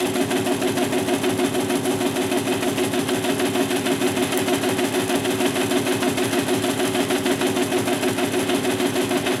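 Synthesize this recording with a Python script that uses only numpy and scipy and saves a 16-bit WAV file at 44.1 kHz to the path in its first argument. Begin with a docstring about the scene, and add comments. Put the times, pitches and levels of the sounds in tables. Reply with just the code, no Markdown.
"""A small 3D printer's stepper motor drives the head to and fro, about six strokes a second, filling in a
narrow wall. On each stroke the motor speeds up and brakes. Its slightly uneven pull (torque ripple) sweeps
through the ringing notes of the plywood frame and shakes the bearings into a rattle. The coils sizzle in
short bursts, a fan whooshes softly underneath, and once something ticks sharply."""
import sys
import numpy as np
from scipy import signal
from scipy.fft import rfft, irfft, next_fast_len
from scipy.io import wavfile
from scipy.ndimage import uniform_filter1d

SR = 44100
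rng = np.random.default_rng(int(sys.argv[2]) if len(sys.argv) > 2 else 0)


def persist_wave(psi):
    """Save psi, clipped to +-1, as 16-bit WAV."""
    counts = np.round(np.clip(psi, -1, 1) * 32767).astype(np.int16)
    wavfile.write(sys.argv[1], SR, np.atleast_2d(counts).T)


N = 414540
TIME = np.arange(N) / SR

# Each stroke leaves the turn at a slow step rate, speeds up, cruises briefly and brakes into the next turn.
STROKE_S, TURN_HZ, CRUISE_HZ = .1543875, 66.46, 361.1
ACCEL_HZ_PER_S, BRAKE_HZ_PER_S = 4485, 5010
CARRIAGE_HZ = 317.6  # the step rate at which the head's carriage shakes most
# The tone of the rods and bearings. Each row: frequency in Hz, relative level in dB.
ROD_TONE = [(400, -22), (750, -1), (1000, -1), (1280, 0), (1550, 5), (1750, 2.5), (2000, 2.5), (2250, -1.5),
            (2600, -1.5), (3100, -.3), (3600, -2.5), (4200, -7), (4400, -13), (4800, -10), (5500, -16),
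            (12000, -36)]


def undb(db):
    """Turn decibels into a gain."""
    return 10 ** (np.asarray(db) / 20)


def level(x, db=0):
    """Scale a sound to an average (rms) level."""
    return x * undb(db) / np.sqrt(np.mean(x ** 2))


def drift(rate_hz):
    """A smooth random wander, roughly 1 in size."""
    hold = int(SR / rate_hz)
    return uniform_filter1d(np.repeat(rng.standard_normal(N // hold + 1), hold), hold)[:N]


def lag(x, seconds):
    """Follow a changing value a little sluggishly."""
    keep = np.exp(-1 / (seconds * SR))
    return signal.lfilter([1 - keep], [1, -keep], x)


def colour(x, points):
    """Shape a sound's tone along a curve of (Hz, dB) points."""
    hz, db = np.transpose(points)
    size = 2 * next_fast_len(N // 2 + SR, real=True)
    freqs = np.maximum(np.fft.rfftfreq(size, 1 / SR), 1)
    gain = undb(np.interp(np.log(freqs), np.log(hz), db))
    cepstrum = irfft(np.log(gain))
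    cepstrum[1:size // 2] *= 2  # folded so that the filter rings after a click, never before it
    cepstrum[size // 2 + 1:] = 0
    return irfft(rfft(x, size) * np.exp(rfft(cepstrum)))[:N]


def ring(x, notes):
    """Let a sound set off ringing notes, each given as (Hz, width in Hz, dB)."""
    return sum(undb(db) * signal.lfilter(*signal.iirpeak(hz, hz / width, SR), x)
               for hz, width, db in notes)


def reflect(x, fade_s, echo_db):
    """Add a dense tail of echoes that falls by 60 dB in fade_s."""
    t = TIME[:SR // 2]
    tail = rng.standard_normal(len(t)) * np.exp(-np.log(1000) * t / fade_s)
    return x + undb(echo_db) * signal.fftconvolve(x, tail / np.linalg.norm(tail))[:N]


def knocks(count, spread_db):
    """One click of random size each time a running count passes a whole number."""
    passing = np.diff(np.floor(count), prepend=0) != 0
    return level(passing * undb(spread_db * np.clip(rng.standard_normal(N), -2, 2)))


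def blow(start_s, db, decay_s):
    """A sudden jump that dies away."""
    return undb(db) * (TIME >= start_s) * np.exp(-np.abs(TIME - start_s) / decay_s)


def nearness(step_hz, centre_hz, width_hz=25.8):
    """How near the step rate is to a resonance, from 0 to 1."""
    return np.exp(-((step_hz - centre_hz) / width_hz) ** 2)


def fan():
    """The fan stirs the air into a soft, steady noise."""
    # The tone of the fan and room. Each row: frequency in Hz, relative level in dB.
    air_tone = [(25, -28), (40, -9), (55, -4.5), (80, -7.5), (120, -1), (280, -8.5), (500, -3),
                (1000, -8.5), (3000, -39.5), (8000, -24), (15000, -67)]
    return level(colour(rng.standard_normal(N), air_tone), db=-36)


def tick():
    """A tiny, bright snap with a short after-ring."""
    # The sharp tick. Its row: start in seconds, peak level in dB, decay time in seconds.
    snaps = [(4.375, 0, .0002)]
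    snap = sum(blow(*row) for row in snaps)
    bright = signal.sosfilt(signal.butter(4, 7500, "high", fs=SR, output="sos"), snap)
    return reflect(bright * snap.max() / np.abs(bright).max(), fade_s=.012, echo_db=-6)


def coils(since_turn, steps):
    """Bursts of tiny steps ring the motor casing near 11 kHz, at each turn and at certain step rates."""
    # Where the coils sizzle. Each row: step rate in Hz, relative level in dB, decay time in seconds.
    sizzle_rates = [(228, -6.5, 0.023), (292, -4, 0.055)]
    # The tone of the casing. Each row: frequency in Hz, relative level in dB.
    case_tone = [(2000, -2), (4400, -1), (6200, 0), (8200, 1.5), (9500, 3.5), (10000, 0.5), (10250, -0.5),
                 (10900, 5.5), (11400, 1), (11850, 0.5), (12500, -4.5), (14200, -15), (15000, -9),
                 (15700, -19)]
    # The casing's ringing notes. Each row: pitch in Hz, width in Hz, level in dB against that tone.
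    case_notes = [(6130, 120, -1), (7460, 73, -1), (10880, 45, -2), (11090, 70, 8.5)]
    bursts = [(.0022, -6, .0059)]  # at the turn: delay in seconds, level in dB, decay in seconds
    for hz, db, decay in sizzle_rates:  # once speeding up, once braking
        bursts.append(((hz - TURN_HZ) / ACCEL_HZ_PER_S, db, decay))
        bursts.append((STROKE_S - (hz - TURN_HZ) / BRAKE_HZ_PER_S, db, decay))
    power = undb(-21) ** 2  # a faint sizzle between bursts
    for delay, db, decay in bursts:
        power += undb(db) ** 2 * np.exp(-2 * ((since_turn - delay) % STROKE_S) / decay)
    current = knocks(16 * steps, spread_db=5) + undb(15) * rng.standard_normal(N)  # ticks in hiss
    case = colour(current * np.sqrt(power) * undb(2.5 * drift(400)), case_tone)
    return level(reflect(case + ring(case, case_notes), fade_s=.11, echo_db=-15))


def clacks():
    """On some strokes a bearing takes up its slack in a brief, hard chatter."""
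    # The harder clacks. Each row: start in seconds, relative level in dB.
    hits = [(0.159, -14), (3.0898, -10), (3.398, -13), (4.323, -19), (4.484, -14), (6.0284, -8),
            (7.262, -9), (7.413, -14), (7.877, -17), (8.031, -15.5)]
    loudness = sum(blow(start, db, decay_s=.0042) for start, db in hits)
    return loudness * level(colour(rng.standard_normal(N), ROD_TONE), db=-8.5)


def bearings(steps, step_hz, braking):
    """Loose bearings knock on the rods four times a step and rub, hardest when the carriage resonates."""
    # The rods' ringing notes. Each row: pitch in Hz, width in Hz, level in dB against the rods' tone.
    rod_notes = [(1065, 3.8, 6), (1120, 5.8, -20), (1530, 18, -6), (2552, 85, 2.5), (3135, 63, -2),
                 (3546, 55, 2), (4136, 47, 2)]
    rest_db, run_db, brake_db, rub_db = -11.5, -25, -12, 8
    running = step_hz / CRUISE_HZ * (undb(run_db) + undb(brake_db) * braking)
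    flare = nearness(step_hz, CARRIAGE_HZ) * undb(-8 * braking)  # weaker while braking
    shaking = undb(rest_db) + lag(running + flare, seconds=.0094)
    contact = knocks(4 * steps, spread_db=8) + undb(rub_db) * rng.standard_normal(N)
    rods = colour(contact * shaking * undb(1.14 * drift(30)), ROD_TONE)
    return level(reflect(rods + ring(rods, rod_notes), fade_s=.05, echo_db=-13))


def head_motion(first_turn_s=.1007, back_speedup=1.014):
    """The head shuttles out and back with slightly loose timing, cruising a bit faster on the way back."""
    trip_time = (TIME - first_turn_s + .0003 * drift(3)) % (2 * STROKE_S)
    t = TIME[TIME < 2 * STROKE_S]  # plan one round trip, then repeat it
    rising = TURN_HZ + ACCEL_HZ_PER_S * (t % STROKE_S)
    falling = TURN_HZ + BRAKE_HZ_PER_S * (STROKE_S - t % STROKE_S)
    cruise = CRUISE_HZ * np.where(t < STROKE_S, 1, back_speedup)
    planned_hz = np.minimum(cruise, np.minimum(rising, falling))
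    step_hz = np.interp(trip_time, t, planned_hz)
    steps = np.interp(trip_time, t, np.cumsum(planned_hz) / SR)
    steps = steps + .02 * drift(40) + .14 * drift(2)  # the steps run slightly early or late
    braking = np.interp(trip_time, t, 1. * (falling <= planned_hz))
    since_turn, outward = trip_time % STROKE_S, trip_time < STROKE_S
    return since_turn, step_hz, steps, braking, outward


def ripple(steps, overtones, waver_db=1.2):
    """A stepper's uneven pull: tones at multiples of its step rate, each wavering in level."""
    return sum(undb(db + waver_db * drift(14)) * np.sin(2 * np.pi * multiple * steps)
               for multiple, db in overtones)


def effort_db(step_hz, braking, outward):
    """The ripple grows with speed, at the carriage's resonance and under braking."""
    thump_db = 5.5 * nearness(step_hz, 339.4)  # the frame thumps as the outward stroke starts to brake
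    braking_db = braking * np.where(outward, 3.3 + thump_db, 4)
    resonance_db = (1 - braking) * 6.5 * nearness(step_hz, CARRIAGE_HZ)
    return 15.5 * step_hz / CRUISE_HZ + lag(braking_db + resonance_db, seconds=.00053)


def motors(steps, ripple_db, feed_ratio=.7025):
    """The head motor and the slower plastic feeder, tied to its speed, sweep through the frame's notes."""
    # The head motor's ripple. Each row: multiple of its step rate, relative level in dB.
    head_ripple = [(1.0, -1.5), (2.0, 2), (3.0, -3), (4.0, -3.5), (5.0, 1.5), (6.0, -13), (8.0, -2)]
    # The feeder motor's ripple, with the same columns.
    feed_ripple = [(1.0, -7), (2.0, -8), (3.0, -30.5), (4.0, -15.5)]
    # Notes of the frame and bed. Each row: pitch in Hz, width in Hz, relative level in dB, sign (1 or -1).
    frame_notes = [(109.3, 8.6, -17, 1), (125, 11.7, -25, 1), (169, 61, -32, -1), (216.1, 6.2, -18, -1),
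                   (252.2, 9.7, -16, 1), (277.8, 21.3, -16, -1), (363.8, 9.2, -25, -1),
                   (373.7, 24.8, -19, -1), (409.8, 6.6, -18, 1), (517.5, 11, -35.5, -1),
                   (583, 25, -33.5, 1), (612.7, 10.4, -23.5, -1), (715, 7.5, -32.5, 1), (804, 48, -27, 1),
                   (843, 11.8, -27, 1), (949, 16, -29.5, -1), (1176, 24, -29, 1)]
    pull = (ripple(steps, head_ripple) + ripple(feed_ratio * steps, feed_ripple)) * undb(ripple_db)
    # the hum's high overtones are rolled off, keeping it low and mellow
    soften = signal.butter(4, 1390, fs=SR, output="sos")
    pull = signal.sosfiltfilt(soften, pull)
    return sum(sign * ring(pull, [(hz, width, db)]) for hz, width, db, sign in frame_notes)


def scene():
    """One motion drives hum, rattle and sizzle; the room answers faintly."""
    # Slow changes along the wall. Each row: time in seconds, rattle gain in dB, sizzle gain in dB.
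    travel = [(0, -32, -35), (1.5, -33, -35), (3, -32, -34.5), (4.5, -30.5, -34), (6.2, -30.5, -33.5),
              (8, -31, -34.5), (9.4, -30.5, -35)]
    times, *gains = np.transpose(travel)
    rattle_db, sizzle_db = (np.interp(TIME, times, gain) for gain in gains)
    since_turn, step_hz, steps, braking, outward = head_motion()
    hum = level(motors(steps, effort_db(step_hz, braking, outward)), db=-22)
    rattle = level(bearings(steps, step_hz, braking), db=.63) * undb(rattle_db) + clacks()
    sizzle = coils(since_turn, steps) * undb(sizzle_db)
    clatter = reflect(rattle + sizzle, fade_s=.37, echo_db=-14)
    return (hum + clatter + tick() + fan())[None]


def record(dry):
    """The microphone thins the deep bass and the recorder cuts the highest treble."""
    thin = signal.sosfilt(signal.butter(3, 68, "high", fs=SR, output="sos"), dry)
    return signal.sosfilt(signal.ellip(10, .2, 80, 15850, fs=SR, output="sos"), thin)


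dry = scene()
out = record(dry)
persist_wave(out)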